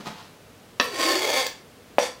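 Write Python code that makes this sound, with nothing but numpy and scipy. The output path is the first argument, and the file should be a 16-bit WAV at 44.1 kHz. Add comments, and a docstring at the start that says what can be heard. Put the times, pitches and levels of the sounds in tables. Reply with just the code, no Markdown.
"""A kitchen knife scrapes along a plastic chopping board, judders and slides off the rim: one close microphone.
Random catches of the edge drive the board's and blade's resonances; short blows ring the board before and after.
The second blow starts a brief skid with a squeak. Before it all, food lands on a plate: shaped noise and clicks.
A small hard kitchen, made of decaying noise, answers at a lower level over room air and a faint hum."""
import sys
import numpy as np
from scipy import signal
from scipy.fft import rfft, irfft
from scipy.io import wavfile
from scipy.ndimage import uniform_filter1d

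SR = 44100
rng = np.random.default_rng(int(sys.argv[2]) if len(sys.argv) > 2 else 0)


def to_wav(s):
    """Save 16-bit WAV."""
    ch = np.atleast_2d(s).T  # columns
    pcm = np.round(np.clip(ch, -1, 1) * 32767)  # PCM
    wavfile.write(sys.argv[1], SR, pcm.astype(np.int16))


N = 97020

# The long stroke. Each row: time in seconds, relative level in dB of the board's rumble, of the edge's rasp.
STROKE_LEVELS = [(.81, -38, -40), (.86, -41, -36.5), (.915, -38.5, -40), (.95, -33.5, -33),
                 (1.04, -27, -23.5), (1.08, -26.5, -27), (1.145, -27.5, -27), (1.195, -35.5, -31),
                 (1.25, -28, -28.5), (1.31, -29, -29), (1.34, -31, -27), (1.375, -24, -25),
                 (1.41, -42.5, -25.5), (1.44, -44, -31), (1.455, -47, -27), (1.469, -43, -30)]
# The board's main resonance as the blade moves. Each row: time in seconds, centre in Hz, relative level in dB.
BOARD_RESONANCE = [(.85, 502, 1.5), (.94, 378, 6), (.99, 305.4, -1), (1.06, 353, -3), (1.14, 380, 4.5),
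                   (1.21, 381, 2), (1.28, 502, -10), (1.35, 575, -9), (1.39, 525, -2.5), (1.47, 528, -1)]
# Colour of the board's rumble. Each row: frequency in Hz, relative level in dB.
RUMBLE_SPECTRUM = [(100, -37), (200, -28), (270, -2), (400, -4.5), (500, 5.5), (640, 3), (800, -2),
                   (1200, -10.5), (3000, -22)]
# Colour of the edge's rasp. Each row: frequency in Hz, relative level in dB.
RASP_SPECTRUM = [(200, -22.5), (500, -9), (900, 3), (1400, 1), (2000, -1), (2500, 0.5), (4000, -1),
                 (5500, -3.5), (8000, -10.5), (11000, -15.5), (14000, -23), (16000, -31.5)]
# Resonances under the sliding edge. Each row: centre in Hz, half-width in Hz,
# relative level in dB early in the stroke, late in the stroke, in the skid.
BLADE_MODES = [(515.4, 14, -6.5, -15.5, -4.5), (624, 40, -16, -10, -22), (772, 57, -13.5, -6.5, -13),
               (873, 103, -37, -9.5, -27), (1052.7, 38, -3, -9, -11), (1799, 102, -4.5, -9, -15),
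               (2153, 138, -12.5, -3.5, -12), (3405, 230, -25, -6, -9), (4504, 165, -3.5, -5, -7.5),
               (5796, 120, -9, -15, -18), (6430, 480, -14.5, -12.5, -18), (7450, 790, -15, -21, -21),
               (9050, 440, -24, -20.5, -16.5), (10360, 270, -34, -18.5, -42), (11580, 620, -23, -20, -30),
               (15200, 420, -48, -20, -37)]
# Colour of the snap off the rim. Each row: frequency in Hz, relative level in dB.
SNAP_SPECTRUM = [(200, -25), (900, 0), (2200, -2), (3600, -5), (4600, 4), (5600, 1), (9000, -13),
                 (13000, -17), (15500, -7)]
# High resonances of the edge just after landing. Each row: centre in Hz, half-width in Hz, relative level in dB.
FIZZ_MODES = [(7600, 500, -5), (8650, 240, -3), (10400, 180, -3), (11950, 250, -1.5), (13500, 400, -2),
              (15200, 500, -7)]
# Blows of the knife. Each row: start in seconds, relative level in dB,
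# hardness from 0 (a dull knock) to 1 (a crack of the edge).
KNIFE_BLOWS = [(.7988, -15.5, 1), (.7999, -12.5, 0.66), (.8011, -17.5, 1), (.8041, -20, 0.93),
               (0.8069, -23.5, 0.4), (0.8113, -22, 0.97), (1.984, -9, 0.016), (1.9876, -20, 0.58)]
# Colour of a hard contact. Each row: frequency in Hz, relative level in dB.
CRACK_SPECTRUM = [(60, -54), (150, -22), (260, 10.5), (420, 9), (540, -22), (700, -17.5), (1150, 8),
                  (1450, 8.5), (1750, -0.5), (2080, -8.5), (2500, 1), (3500, -1), (6000, -9), (7500, -37),
                  (16000, -47)]
# Colour of a dull contact. Each row: frequency in Hz, relative level in dB.
KNOCK_SPECTRUM = [(60, -51), (140, -31), (250, -11.5), (430, -7.5), (570, 3), (980, -6), (1400, -17.5),
                  (2600, -16), (4500, -44), (16000, -41)]
# Long rings of board and knife. Each row: frequency in Hz, 60 dB decay in seconds,
# level in dB after the cracks, level in dB after the knocks.
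LONG_RINGS = [(495.5, .36, -21, -26), (623, .22, -60, -53), (830, 0.2, -72, -38), (1026, 0.4, -34.5, -35),
              (1120, 0.44, -32, -50.5), (1337, 0.41, -29, -41), (1770, 0.17, -26, -44),
              (4829, 0.65, -45, -50.5)]
# Colour of the skid's rasp. Each row: frequency in Hz, relative level in dB.
SKID_SPECTRUM = [(150, -34), (350, -7), (600, -9), (1500, -0.5), (3200, -1.5), (5200, -4), (8500, -9),
                 (11000, -17), (14000, -22), (16000, -30)]
# Food landing on the plate. Each row: peak in seconds, rise in seconds, decay in seconds,
# level in dB of the thud, level in dB of the wet crackle.
FOOD_DROPS = [(.006, 0.0098, 0.013, -36.5, -43.5), (0.071, 0.012, 0.022, -35.5, -34.5),
              (.2, 0.11, 0.066, -66, -45.5)]
# Colour of the plate's thud. Each row: frequency in Hz, relative level in dB.
THUD_SPECTRUM = [(50, -20), (110, -6), (170, 0), (300, -2), (600, -10), (1500, -22), (5000, -53)]
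# Colour of the wet crackle. Each row: frequency in Hz, relative level in dB.
SQUELCH_SPECTRUM = [(200, -29), (700, -0.5), (1050, 2.5), (2000, -6), (4300, -6.5), (7000, -16),
                    (11000, -25.5), (16000, -29)]
# Decay of the kitchen. Each row: band centre in Hz, 60 dB decay in seconds.
ROOM_DECAYS = [(150, 0.4), (500, 0.3), (1500, 0.35), (3500, 0.35), (7000, 0.31), (15000, 0.25)]
# Colour of the room air. Each row: frequency in Hz, relative level in dB.
AIR_SPECTRUM = [(15, -56), (25, -14.5), (144, -3.5), (289, -4), (340, -8.5), (457, -3.5), (552, -7),
                (614, -8), (895, -14.5), (1170, -14), (2060, -17.5), (2920, -18.5), (15500, -31)]
# Appliance hum. Each row: frequency in Hz, mid level in dB.
HUM_TONES = [(98, -66.5)]

# Friction: tiny catches of the edge, their unevenness, the wavering grip
CATCHES_PER_S, CATCH_SPREAD_DB, GRIP_DB = 1600, 3, 1.5
# Judder: rate, relative jitter of its period and greatest share of the friction's power
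JUDDER_S, JUDDER_LENGTH_S, JUDDER_HZ, JUDDER_JITTER, JUDDER_SHARE = 1.39, 0.036, 256.6, .07, 0.95
COLOUR_EARLY_S, COLOUR_LATE_S = 1.01, 1.2  # the blade's colour moves from early to late
DRIFT, DRIFT_PER_S = 0.016, 9.15  # relative wander of the resonances as the contact point moves
RUMBLE_DB, BOARD_DB = -3, -4.5  # board's fixed colour and its moving resonance
BOARD_WIDTH_HZ, BOARD_LOW_HZ = 38, 264  # half-width; the moving resonance radiates little below the second
RIM_S, RIM_LENGTH_S, RIM_DB = 1.4677, 0.0016, -20.5  # snap off the rim
FIZZ_S, FIZZ_END_S, FIZZ_DB = .803, 0.866, -50
FLUTTER_S, FLUTTER_DB = 0.0016, -2.5  # bending waves in the board after each hard contact
SKID_S, SKID_END_S, SKID_DB, SKID_SAG_DB_PER_S = 1.9868, 2.081, -30, 46
BITE_DB, BITE_S = 10, 0.0029  # extra force at the start of the skid and its decay time
SQUEAK_S, SQUEAK_LENGTH_S, SQUEAK_HZ, SQUEAK_DB, SQUEAK_WAVER_HZ = 2.016, 0.02, 5805, -31, 55.3
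ROOM_GAP_S, ROOM_BUILD_S, BLOW_ROOM_DB, SLIDE_ROOM_DB = 0.0021, 0.0052, -6.5, -4.5
AIR_DB = -50
TOP_HZ = 15750  # upper limit of the recorder


def scrape(t):
    """One long stroke drives board and blade and ends in a snap at the rim."""
    force = friction(t) * gate(t, STROKE_LEVELS[0][0], RIM_S)
    edge = force * undb(curve(t, STROKE_LEVELS, axis=2))
    late = np.interp(t, [COLOUR_EARLY_S, COLOUR_LATE_S], [0, 1])
    blade = np.zeros(N)
    for hz, half_width, early_db, late_db, _ in BLADE_MODES:
        drive = edge * undb(early_db + (late_db - early_db) * late)
        blade += sing(drive, hz * (1 + DRIFT * wander(DRIFT_PER_S)), half_width)
    snap_shape = undb(RIM_DB) * np.exp(-((t - RIM_S) / RIM_LENGTH_S) ** 2)
    snap = play(snap_shape * rng.standard_normal(N), body(SNAP_SPECTRUM))
    rumble = board(force * undb(curve(t, STROKE_LEVELS)), t)
    rasp = play(edge, body(RASP_SPECTRUM))
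    return rumble + undb(-2.5) * rasp + undb(-5.0) * blade + snap


def friction(t):
    """The edge catches on the scored plastic; near the rim the catches lock into a judder."""
    slips = np.zeros(N)
    periods = np.exp(JUDDER_JITTER * rng.standard_normal(1000)) / JUDDER_HZ
    times = np.cumsum(periods)
    slips[(times[times < t[-1]] * SR).astype(int)] = 1
    share = JUDDER_SHARE * np.exp(-((t - JUDDER_S) / JUDDER_LENGTH_S) ** 2)
    loose = clicks(CATCHES_PER_S, CATCH_SPREAD_DB) * np.sqrt(1 - share)
    locked = unit(slips) * np.sqrt(share)
    return (loose + locked) * undb(GRIP_DB * wander(90))


def board(force, t):
    """The board rumbles, with one resonance that follows the blade's place."""
    drive = force * undb(BOARD_DB + curve(t, BOARD_RESONANCE, axis=2))
    moving = sing(drive, curve(t, BOARD_RESONANCE), BOARD_WIDTH_HZ)
    low_cut = signal.butter(2, BOARD_LOW_HZ, "high", fs=SR, output="sos")
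    return undb(RUMBLE_DB) * play(force, body(RUMBLE_SPECTRUM)) + signal.sosfilt(low_cut, moving)


def fizz(t):
    """Just after landing the edge grazes the plastic and excites thin, high resonances."""
    edge = undb(FIZZ_DB) * clicks(CATCHES_PER_S, CATCH_SPREAD_DB) * gate(t, FIZZ_S, FIZZ_END_S)
    modes = sum(undb(db) * resonance(hz, half_width) for hz, half_width, db in FIZZ_MODES)
    return play(edge, modes)


def blows(t):
    """The knife strikes and bounces: impulses give short contacts and the rings that they leave."""
    hard, dull = np.zeros(N), np.zeros(N)
    for start, db, hardness in KNIFE_BLOWS:
        hard[int(start * SR)] += undb(db) * hardness
        dull[int(start * SR)] += undb(db) * (1 - hardness)
    # A short swelling and dying noise stands for waves running to and fro in the board
    flutter = rng.standard_normal(N) * np.exp(-t / FLUTTER_S) * np.minimum(t / FLUTTER_S, 1)
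    flutter /= np.linalg.norm(flutter)
    cracks = hard + undb(FLUTTER_DB) * play(hard, flutter)
    contact = play(cracks, body(CRACK_SPECTRUM)) + play(dull, body(KNOCK_SPECTRUM))
    contact *= -np.sqrt(SR / 200)  # inverted, and raised so that levels refer to 5 ms
    hard /= np.linalg.norm(hard)
    dull /= np.linalg.norm(dull)
    rings = np.zeros(N)
    for hz, t60, crack_db, knock_db in LONG_RINGS:
        ring = np.cos(2 * np.pi * hz * t) * np.exp(-np.log(1000) * t / t60)
        rings += play(hard * undb(crack_db) + dull * undb(knock_db), ring)
    return contact, rings


def skid(t):
    """After the knock the edge bites, skids under a sagging force and the blade sings."""
    since = np.maximum(t - SKID_S, 0)
    force_db = SKID_DB - SKID_SAG_DB_PER_S * since + BITE_DB * np.exp(-since / BITE_S)
    edge = clicks(CATCHES_PER_S, CATCH_SPREAD_DB) * gate(t, SKID_S, SKID_END_S) * undb(force_db)
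    blade = sum(undb(db) * resonance(hz, half_width) for hz, half_width, _, _, db in BLADE_MODES)
    return undb(-1.5) * play(edge, body(SKID_SPECTRUM)) + undb(-3.5) * play(edge, blade)


def squeak(t):
    """Early in the skid the edge locks to one blade mode: a brief wavering tone."""
    phase = 2 * np.pi * np.cumsum(SQUEAK_HZ + SQUEAK_WAVER_HZ * wander(200)) / SR
    swell = np.exp(-((t - SQUEAK_S) / SQUEAK_LENGTH_S) ** 2) * gate(t, SKID_S, SKID_END_S)
    return undb(SQUEAK_DB + 2 * wander(150)) * swell * np.sin(phase)


def food(t):
    """Soft pieces shaken from the knife drop on the plate: a noise thud and a wet crackle of clicks."""
    thud, wet = np.zeros(N), np.zeros(N)
    for peak, rise, decay, thud_db, wet_db in FOOD_DROPS:
        shape = np.exp(-np.maximum((peak - t) / rise, (t - peak) / decay))
        thud += undb(thud_db) * shape
        wet += undb(wet_db) * shape
    thuds = play(thud * rng.standard_normal(N), body(THUD_SPECTRUM))
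    return thuds + play(wet * clicks(5000, 2.6), body(SQUELCH_SPECTRUM))


def kitchen():
    """Room response: dense reflections build up while each band of noise dies at its own rate."""
    t = np.arange(SR // 2) / SR
    noise = rfft(rng.standard_normal(len(t)))
    octave = np.log2(np.fft.rfftfreq(len(t), 1 / SR) + 1)
    centres = np.log2([hz for hz, _ in ROOM_DECAYS])
    response = np.zeros(len(t))
    for band, (_, t60) in zip(np.eye(len(centres)), ROOM_DECAYS):
        band_noise = irfft(noise * np.interp(octave, centres, band), len(t))
        response += band_noise * np.exp(-np.log(1000) * t / t60)
    response *= np.clip((t - ROOM_GAP_S) / ROOM_BUILD_S, 0, 1)
    return response / np.linalg.norm(response)


def background(t):
    """Steady room air of coloured noise and a faint appliance hum of slowly wavering sines."""
    hum = np.zeros(N)
    for hz, db in HUM_TONES:
        tone = np.sqrt(2) * np.sin(2 * np.pi * hz * t + .5 * wander(5))
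        hum += undb(db + 2 * wander(4)) * tone
    air = unit(play(rng.standard_normal(N), body(AIR_SPECTRUM)))
    return undb(AIR_DB) * air + hum


def undb(db):
    """Decibels to gain."""
    return 10 ** (np.asarray(db) / 20)


def unit(x):
    """Scale to rms 1."""
    return x / np.sqrt(np.mean(x ** 2))


def curve(t, rows, axis=1):
    """One column of a table, joined by straight lines."""
    rows = np.array(rows, float)
    return np.interp(t, rows[:, 0], rows[:, axis])


def play(x, response):
    """Send a sound through an impulse response."""
    return signal.fftconvolve(x, response)[:N]


def body(points, size=8192):
    """Minimum-phase impulse response of unit energy with the given spectrum."""
    hz, db = np.array(points, float).T
    log_hz = np.log(np.fft.rfftfreq(size, 1 / SR) + 1)
    gain = undb(np.interp(log_hz, np.log(hz), db))
    cepstrum = irfft(np.log(gain))
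    cepstrum[1:size // 2] *= 2  # folding the cepstrum makes the response causal
    cepstrum[size // 2 + 1:] = 0
    response = irfft(np.exp(rfft(cepstrum)))[:size // 2]
    return response / np.linalg.norm(response)


def resonance(hz, half_width_hz, size=8192):
    """Impulse response of one resonance with steep skirts, 6 dB down at the half-width, unit energy."""
    t = np.arange(size) / SR
    response = t * np.cos(2 * np.pi * hz * t) * np.exp(-2 * np.pi * half_width_hz * t)
    return response / np.linalg.norm(response)


def sing(drive, hz, half_width_hz, size=8192):
    """Drive a resonance whose centre moves: shift down to 0 Hz, resonate there, shift back."""
    turn = np.exp(2j * np.pi * np.cumsum(hz) / SR)
    still = play(drive / turn, resonance(0, half_width_hz, size))
    return np.sqrt(2) * (turn * still).real


def wander(rate):
    """Smooth random curve of rms 1, with a new random value rate times a second."""
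    step = int(SR / rate)
    held = np.repeat(rng.standard_normal(N // step + 1), step)
    return unit(uniform_filter1d(held, step)[:N])


def clicks(per_s, spread_db):
    """Random tiny clicks of uneven size and either sign, rms 1."""
    size = undb(spread_db * np.minimum(rng.exponential(size=N), 4))
    return unit((rng.random(N) < per_s / SR) * size * rng.choice([-1, 1], N))


def gate(t, start, end):
    """1 while the blade touches, with 2 ms edges."""
    return np.clip(np.minimum(t - start, end - t) / .002, 0, 1)


def scene():
    """All sources in the kitchen, at one microphone; the long rings reach it without echo."""
    t = np.arange(N) / SR
    contact, rings = blows(t)
    sliding = scrape(t) + fizz(t) + skid(t) + squeak(t) + food(t)
    echo = play(undb(BLOW_ROOM_DB) * contact + undb(SLIDE_ROOM_DB) * sliding, kitchen())
    return (contact + rings + sliding + echo + background(t))[None]


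def record(dry):
    """The recorder clips at full scale, then a steep low-pass cuts the top."""
    top_cut = signal.ellip(10, .1, 80, TOP_HZ, fs=SR, output="sos")
    return signal.sosfilt(top_cut, np.clip(dry, -1, 1))


dry = scene()
out = record(dry)
to_wav(out)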